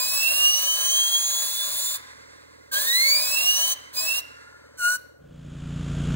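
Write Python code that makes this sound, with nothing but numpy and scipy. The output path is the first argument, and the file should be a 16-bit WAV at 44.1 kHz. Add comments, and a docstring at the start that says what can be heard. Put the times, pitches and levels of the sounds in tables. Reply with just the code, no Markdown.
"""A loose turbocharger on a workshop floor whistles as a blow gun spins it up in four blasts.
Its blades chop the jet like a siren; the rising tone swells and dips through the peaks of housing and
room together. Between blasts the wheel coasts. Turbulence hisses at the nozzle and an air pump thumps.
The listener steps closer before the last blast. At the end the workshop fades, and a small
two-cylinder engine, running outdoors, fades in, its firing pulses ringing a silencer."""
import sys
import numpy as np
from scipy import signal
from scipy.fft import rfft, irfft, next_fast_len
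from scipy.io import wavfile
from scipy.ndimage import uniform_filter1d

SR = 44100
rng = np.random.default_rng(int(sys.argv[2]) if len(sys.argv) > 2 else 0)


def int16_out(signal):
    """Quantize to a 16-bit WAV file."""
    q = np.round(np.clip(np.atleast_2d(signal).T, -1, 1) * 32767)
    wavfile.write(sys.argv[1], SR, q.astype(np.int16))


N = 271215
TIME = np.arange(N) / SR
SIZE = next_fast_len(N + 2 * SR)
FREQ = np.arange(SIZE // 2 + 1) * SR / SIZE
BLADES = 12

# Blow-gun blasts: opens t/s, closes t/s, opening time/s, spin-up/(Hz/s), time to zero thrust/s,
# hiss level/dB, pressure droop/(dB/s), rush level/dB, whistle level/dB, whistle's valve exponent
AIR_BLASTS = [(-.05, 1.968, .02, 971.4, 2.5, -23, -1.5, -39.7, 0, 1.2),
              (2.712, 3.737, 0.027, 2191, 1.884, -22.9, -1, -39.6, 0.3, 0.99),
              (3.927, 4.201, .05, 1800, 1.69, -25, -0.5, -41.8, -2, 3.2),
              (4.769, 4.964, .08, 636, 2.2, -26.2, -4, -48, -0.3, 1.5)]
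# Modes of the air in the scroll: f/Hz, bandwidth/Hz, level/dB
SCROLL_MODES = [(598.8, 17.6, 2), (648, 45, -6.5), (1009, 58, -3.5), (1182, 66, -7.5), (1425, 36, -9),
                (1635, 170, -7)]


def whistle(blade_hz, tone, rush, floor_db=-48, flutter_db=1.35, jitter_rad=.051, wobble=.023):
    """Siren principle: blades chop the jet; each harmonic sweeps the peaks of housing and room."""
    # Peaks of housing and room together, where the whistle swells: f/Hz, bandwidth/Hz, level/dB
    response_peaks = [(1437, 117, -22), (1609, 86, -25.5), (1900, 130, -23.5), (2152, 275, -20.5),
                      (2697, 144, -23), (2847, 105, -16.5), (3030, 76, -22.5), (3205, 121, -19.6),
                      (3291, 26, -18), (3400, 130, -32.5), (3484, 27, -27.5), (3556, 16, -34),
                      (3773, 230, -26.5), (3990, 240, -29.1), (4510, 550, -25.5), (4940, 157, -36.5),
                      (5280, 87, -36.5), (5810, 370, -34), (6046, 99, -37), (6333, 210, -31.1),
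                      (6640, 300, -33.5), (6796, 130, -34.0), (7100, 173, -41.5), (7610, 560, -36),
                      (9490, 330, -41.5), (9900, 180, -39.5), (10250, 181, -41), (10660, 140, -44),
                      (10920, 806, -34.5), (13974, 668, -53), (15000, 457, -39), (15660, 280, -30.1)]
    # Overtones against blade rate: f/Hz, level/dB, slope/(dB/octave)
    overtones = [(1470, -19.5, 4), (1964, 6, -7), (2660, 8.5, -6)]
    rates, *columns = np.transpose(overtones)
    overtone_db, octave_db = (np.interp(blade_hz, rates, c) for c in columns)
    phase = 2 * np.pi * np.cumsum(blade_hz * (1 + .00027 * walk(30.05))) / SR + jitter_rad * walk(250)
    harmonics = 0
    for k in range(1, 7):
        peaks = (undb(db) / (1 + (2 * (k * blade_hz - hz) / width) ** 2)
                 for hz, width, db in response_peaks)
        power = undb(floor_db) ** 2 + sum(peak ** 2 for peak in peaks)
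        harmonic_db = 0 if k == 1 else overtone_db + octave_db * np.log2(k / 2)
        turbulence_db = flutter_db * k ** .75 * walk(45)
        harmonics += tone * np.sqrt(2 * power) * undb(harmonic_db + turbulence_db) * np.sin(k * phase)
    # unequal blades modulate the amplitude twice a shaft turn
    harmonics *= 1 + wobble * np.cos(2 * phase / BLADES)
    return harmonics + shaft_tones(phase, blade_hz, rush)


def shaft_tones(phase, blade_hz, rush, bypass_db=-3, flutter_db=3):
    """Rotor asymmetry: unequal blades sound multiples of the shaft rate, filtered by the scroll."""
    # Shaft harmonics: multiple of the shaft rate, level/dB
    shaft_orders = [(2, -22), (3, -8.5), (4, -17.5), (5, -11.5), (7, -15.5), (9, -12)]
    # Their gain against blade rate, greatest at middling speeds: f/Hz, level/dB
    speed_gain = [(1450, -11), (2200, -0.5), (2500, 2.5), (3000, 1), (3450, -4)]
    speed_db = np.interp(blade_hz, *np.transpose(speed_gain))
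    tones = sum(undb(db + speed_db + flutter_db * walk(24.99)) * np.sin(order * phase / BLADES)
                for order, db in shaft_orders)
    return through(np.sqrt(2) * rush * tones, undb(bypass_db) + resonances(SCROLL_MODES))


def blade_rate(opening, age, start_hz=2452, coast_s=.904):
    """Inertia: each blast raises the pitch ever more slowly; between blasts the wheel coasts down."""
    spin_up, thrust_s = np.transpose(AIR_BLASTS)[3:5, :, None]
    thrust = opening ** 2
    push = np.sum(thrust * spin_up * (1 - age / thrust_s), axis=0)
    run_down = np.exp(-np.cumsum(1 - thrust.sum(axis=0)) / (coast_s * SR))
    return run_down * (start_hz + np.cumsum(push / run_down) / SR)


def catch(opening, age, sharp_hz=75, settle_s=.01597):
    """Onset transient: as the jet hits, the whistle starts sharp and settles exponentially."""
    return sharp_hz * np.sum((opening > 0) * np.exp(-age / settle_s), axis=0)


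def valve(closing_s=.024):
    """Throttling: for each blast, how far the valve is open and the seconds it has been held."""
    start, end, rise = np.transpose(AIR_BLASTS)[:3, :, None]
    opening = np.clip((TIME - start) / rise, 0, 1) * np.clip((end - TIME) / closing_s + .5, 0, 1)
    return opening, np.clip(TIME - start, 0, end - start)


def blast_gains(opening, age):
    """Source strength follows hose pressure: the gains of hiss, rush and whistle sag together."""
    hiss_db, droop, rush_db, tone_db, exponent = np.transpose(AIR_BLASTS)[5:, :, None]
    pressure = undb(droop * age)
    gains = opening * undb(hiss_db), opening * undb(rush_db), opening ** exponent * undb(tone_db)
    return [np.sum(pressure * gain, axis=0) for gain in gains]


def jet(hiss, rush, surge_db=.5, flutter_db=.8, buffet_db=-23):
    """Broadband excitation: turbulence hisses, rings the scroll and buffets the air around it."""
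    surge = undb(surge_db * walk(12) + flutter_db * walk(200))
    response = resonances(SCROLL_MODES) * colour([(140, -10), (260, 2.5), (480, -1.5), (580, -2)])
    scroll = rush * noise(response) * undb(2.3 * walk(20))
    buffet = rush * undb(buffet_db) * noise(resonances([(65, 29, 0)]))
    return surge * (nozzle(hiss) + scroll) + buffet


def nozzle(hiss):
    """Directivity: the hiss changes colour as the listener comes round to the inlet."""
    # Hiss spectrum past the housing: f/Hz, level/dB
    side_spectrum = [(150, -26), (400, -23), (700, -14), (1300, -16), (1650, -14), (1900, -18), (2150, -12),
                     (2500, -17), (2900, -12), (3300, -6), (3600, -6), (3950, 2.5), (4200, -.5), (4450, 1),
                     (4900, -6), (5300, -4.5), (5500, -6.5), (6300, -3.5), (9000, -5.5), (10700, -.5),
                     (11600, -5.5), (13000, -8.5), (14700, 1), (15600, 1.5)]
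    # Hiss spectrum in front of the inlet: f/Hz, level/dB
    inlet_spectrum = [(150, -20.5), (700, -19), (1500, -7), (2100, -11), (2900, -12), (3400, -22),
                      (4300, 3.5), (5000, -19), (5750, 5), (6500, -4.5), (7250, 0.5), (8000, -3.5),
                      (10000, -0.5), (12000, -0.5), (13700, -5), (15600, 0)]
    near = listener_step()
    side = np.sqrt(1 - near) * noise(colour(side_spectrum))
    inlet = np.sqrt(near) * noise(colour(inlet_spectrum))
    return hiss * (side + inlet)


def wheel(blade_hz, whirr_db=-44, speed_exponent=1.87, swish_db=-66, smear_hz=280):
    """Rotor noise: the whirr grows as a power of speed; a narrow-band swish emerges as it slows."""
    # Whirr spectrum: f/Hz, level/dB
    whirr_spectrum = [(300, -18.5), (800, -8), (1020, 1.5), (1250, -3), (1470, 2), (1700, 0), (2100, 3.5),
                      (2450, -11), (3000, -12), (4200, -6.5), (7000, -13), (9000, -17), (15500, -31)]
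    phase = 2 * np.pi * np.cumsum(blade_hz) / SR
    swish = walk(smear_hz) * np.sin(phase) + walk(smear_hz) * np.cos(phase)
    slow = (blade_hz.min() / blade_hz) ** 2
    fast = (blade_hz / blade_hz.max()) ** speed_exponent
    whirr = fast * undb(whirr_db + walk(24.93)) * noise(colour(whirr_spectrum))
    dying_away = np.interp(TIME, [5, 5.3], [1, .1])
    return (whirr + undb(swish_db) * slow * swish) * dying_away


def hum(far_db=-64, near_db=-51.5, swell_s=4.44, swell_width_s=.2):
    """Cavity resonance: the wheel stirs the housing, loudest as the listener passes its mouth."""
    # Modes of the hollow housing: f/Hz, bandwidth/Hz, level/dB
    cavity_modes = [(1422, 31, -1.5), (1700, 120, -8.5)]
    passing = np.exp(-((TIME - swell_s) / swell_width_s) ** 2)
    response = resonances(cavity_modes) * colour([(900, -18), (1350, 1.5), (1800, -2), (2600, -23)])
    return (undb(far_db) * (1 - listener_step()) + undb(near_db) * passing) * noise(response)


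def engine(cycle_hz=28.79, second_lag=.3626, second_db=-2, clatter_db=-17, rumble_db=-9):
    """Pulse excitation: two unevenly spaced firings a cycle ring the silencer; valve gear clatters."""
    # Silencer modes: f/Hz, bandwidth/Hz, level/dB
    silencer_modes = [(62, 20, 0), (115, 20, 2), (147, 37, 6), (246, 28, -3), (288, 20, -13)]
    # Spectrum of the outflowing gas: f/Hz, level/dB
    rumble_spectrum = [(20, -8), (35, -2), (75, -6), (120, 2), (180, -1), (220, -8.5), (320, -7),
                       (400, -14), (700, -22), (3000, -66)]
    # Spectrum of the valve gear: f/Hz, level/dB
    clatter_spectrum = [(30, -15.5), (200, -19), (400, -8), (600, 0.5), (780, -9), (1400, 0), (2150, -9.5),
                        (2400, -6.5), (2650, -6), (3250, -3.5), (4300, -14), (5300, -15.5), (5900, -16.5),
                        (6900, -10), (9200, -22.5), (10700, -24.5), (12000, -37), (15500, -38)]
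    cycles = np.cumsum(cycle_hz * (1 + .004 * walk(8))) / SR + .004 * walk(60)
    firings = strokes(cycles, scatter_db=1)
    firings += undb(second_db) * strokes(cycles - second_lag, scatter_db=-.5)
    lowpass = 1 / (1 + 1j * FREQ / 380) ** 3
    silencer = resonances(silencer_modes) * lowpass * colour([(285, 2.5), (320, -7), (420, -12)])
    exhaust = unit(through(firings, silencer)) + undb(rumble_db) * noise(colour(rumble_spectrum))
    clatter = noise(colour(clatter_spectrum)) * (1 + .19 * np.cos(4 * np.pi * cycles))
    return exhaust + undb(clatter_db) * clatter


def engine_fade(start_s=5.18, full_s=6.308, entry_s=.042):
    """Square-law fade: the engine enters softly and its amplitude grows quadratically."""
    entry = np.clip((TIME - start_s) / entry_s, 0, 1)
    return entry * np.interp(TIME, [start_s, full_s], [.14, 1]) ** 2


def pump(stroke_hz=19.93, thump_db=-54, air_db=-60):
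    """Forced vibration: even strokes ring the air pump's body, over the workshop's ambient noise."""
    # Body modes: f/Hz, bandwidth/Hz, level/dB, lag in the stroke t/s
    body_modes = [(73.8, 7.2, 4.5, 0.0016), (112.2, 5.7, 4, 0.0029), (264, 43, -12.5, .02),
                  (330, 102, -5, .032), (437.5, 16.5, 4.5, .008), (500, 21, 2, .018), (564, 32, 2, .003)]
    # Spectrum of the still workshop air: f/Hz, level/dB
    air_spectrum = [(28, -48), (70, -25.5), (180, -14), (300, 4.5), (500, -1), (900, -10), (1600, -9),
                    (2400, -40), (5000, -37), (15500, -21)]
    beat = strokes(stroke_hz * TIME + .6, scatter_db=1.2)
    body = sum(resonances([mode]) * np.exp(-2j * np.pi * FREQ * lag) for *mode, lag in body_modes)
    muffling = colour([(30, -15), (70, 0), (580, 0), (800, -14), (4000, -70)])
    thumps = unit(through(beat, body * muffling))
    return undb(thump_db) * thumps + undb(air_db) * noise(colour(air_spectrum))


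def scattered(hiss, scatter_db=-12):
    """Diffuse scattering: hiss thrown off the casting and floor reaches each side uncorrelated."""
    return undb(scatter_db) * np.array([nozzle(hiss), nozzle(hiss)])


def workshop(x, early_db, wet_db=-14.5, treble_db=-6, t60_s=(.62, .41, .05)):
    """Reverberation: quick floor reflections, then a diffuse tail, shorter and weaker in the treble."""
    tails = [rng.standard_normal((2, N)) * undb(-60 * TIME / t60) * (TIME > .003) for t60 in t60_s]
    bass, treble, early = (rfft(tail / np.sqrt(np.sum(tail[0] ** 2)), SIZE) for tail in tails)
    crossover = 1 / (1 + (FREQ / 5500) ** 4)
    diffuse = crossover * bass + (1 - crossover) * undb(treble_db) * treble
    return through(x, undb(wet_db) * diffuse + undb(early_db) * early)


def stereo(x, shade_db=-4):
    """Phase and level differences give direction; the listener's step shifts them and dulls the top."""
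    # Differences between the sides: f/Hz, left phase lead/rad, left minus right level/dB
    side_differences = [(100, -0.7, -4), (430, -3.6, -3), (1050, -4.4, 0), (1450, -3.8, -1),
                        (1700, -4.4, -3), (2060, -2.0, -4), (2400, -4.8, -2), (2730, -4.6, -5),
                        (2820, -3.4, -5), (3050, -3.6, 0), (3400, -4.2, -1), (4200, -4.4, 0),
                        (5300, -3.1, 0), (8300, 0, 0), (15800, 6.2, 0)]
    # What the step adds: f/Hz, left phase lead/rad, left minus right level/dB
    step_shift = [(400, -0.036, -0.5), (1480, -1.52, 2), (3000, 1.86, 1.5), (4180, 0.12, -0.5)]
    hz, *columns = np.transpose(side_differences)
    lead, balance_db = (np.interp(FREQ, hz, c) for c in columns)
    hz, *columns = np.transpose(step_shift)
    turn, lean_db = (np.interp(FREQ, hz, c) for c in columns)
    sides = np.array([[.5], [-.5]])
    balance = undb(sides * balance_db)
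    before = balance / np.sqrt(np.mean(balance ** 2, axis=0)) * np.exp(1j * sides * lead)
    shade = colour([(10000, .0025), (13000, shade_db)])
    # the turn adds to the lead, while the lean alone sets the balance after the step
    after = shade * undb(sides * lean_db) * np.exp(1j * sides * (lead + turn))
    moved = listener_step()
    return (1 - moved) * through(x, before) + moved * through(x, after)


def listener_step(middle_s=4.5, length_s=.36):
    """Uniform motion: how far the listener has come towards the inlet, 0 to 1."""
    return np.clip((TIME - middle_s) / length_s + .5, 0, 1)


def undb(db):
    """Amplitude ratio of a level in decibels."""
    return 10 ** (np.asarray(db) / 20)


def unit(x):
    """Normalisation to rms 1."""
    return x / np.sqrt(np.mean(x ** 2))


def through(x, response):
    """Convolution, as a product of spectra."""
    return irfft(rfft(x, SIZE) * response, SIZE)[..., :N]


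def colour(points):
    """Spectral envelope through (f/Hz, level/dB) points on a logarithmic frequency axis."""
    hz, db = np.transpose(points)
    return undb(np.interp(np.log(FREQ + 1), np.log(hz), db))


def resonances(modes):
    """Superposition of damped modes (f/Hz, bandwidth/Hz, level/dB)."""
    return sum(undb(db) * 1j * FREQ * width / (hz ** 2 - FREQ ** 2 + 1j * FREQ * width)
               for hz, width, db in modes)


def noise(response):
    """Filtered Gaussian noise of rms 1."""
    return unit(through(rng.standard_normal(N), response))


def walk(rate_hz):
    """Slow random modulation of rms 1: held values, smoothed twice."""
    hold = max(int(SR / rate_hz), 1)
    steps = np.repeat(rng.standard_normal(N // hold + 1), hold)
    return unit(uniform_filter1d(uniform_filter1d(steps, hold), hold)[:N])


def strokes(cycles, scatter_db):
    """Impulse train: one slightly uneven pulse for each whole cycle."""
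    pulses = np.diff(np.floor(cycles), prepend=np.floor(cycles[0]))
    return pulses * undb(scatter_db * rng.standard_normal(N))


def scene(whistle_room_db=2, closer_db=4, engine_db=-22.5):
    """Superposition of direct, scattered and reverberant sound, giving way to the engine outdoors."""
    opening, age = valve()
    blade_hz = blade_rate(opening, age)
    hiss, rush, tone = blast_gains(opening, age)
    whine = whistle(blade_hz + catch(opening, age), tone, rush)
    air = jet(hiss, rush) + wheel(blade_hz) + hum()
    # the whistle beams into the room, and sounds drier from close by
    direct = stereo(undb(closer_db * listener_step()) * whine + air + pump())
    room = workshop(air, early_db=-18)
    room += undb(whistle_room_db) * workshop(whine, early_db=-20, treble_db=-9)
    fade = np.interp(TIME, [5.2, 6.15], [1, .1])
    return fade * (direct + scattered(hiss) + room) + undb(engine_db) * engine_fade() * engine()


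def record(dry, top_hz=15720):
    """Band limiting: an elliptic low-pass cuts the top steeply."""
    return signal.sosfilt(signal.ellip(12, .1, 80, top_hz, fs=SR, output="sos"), dry)


dry = scene()
out = record(dry)
int16_out(out)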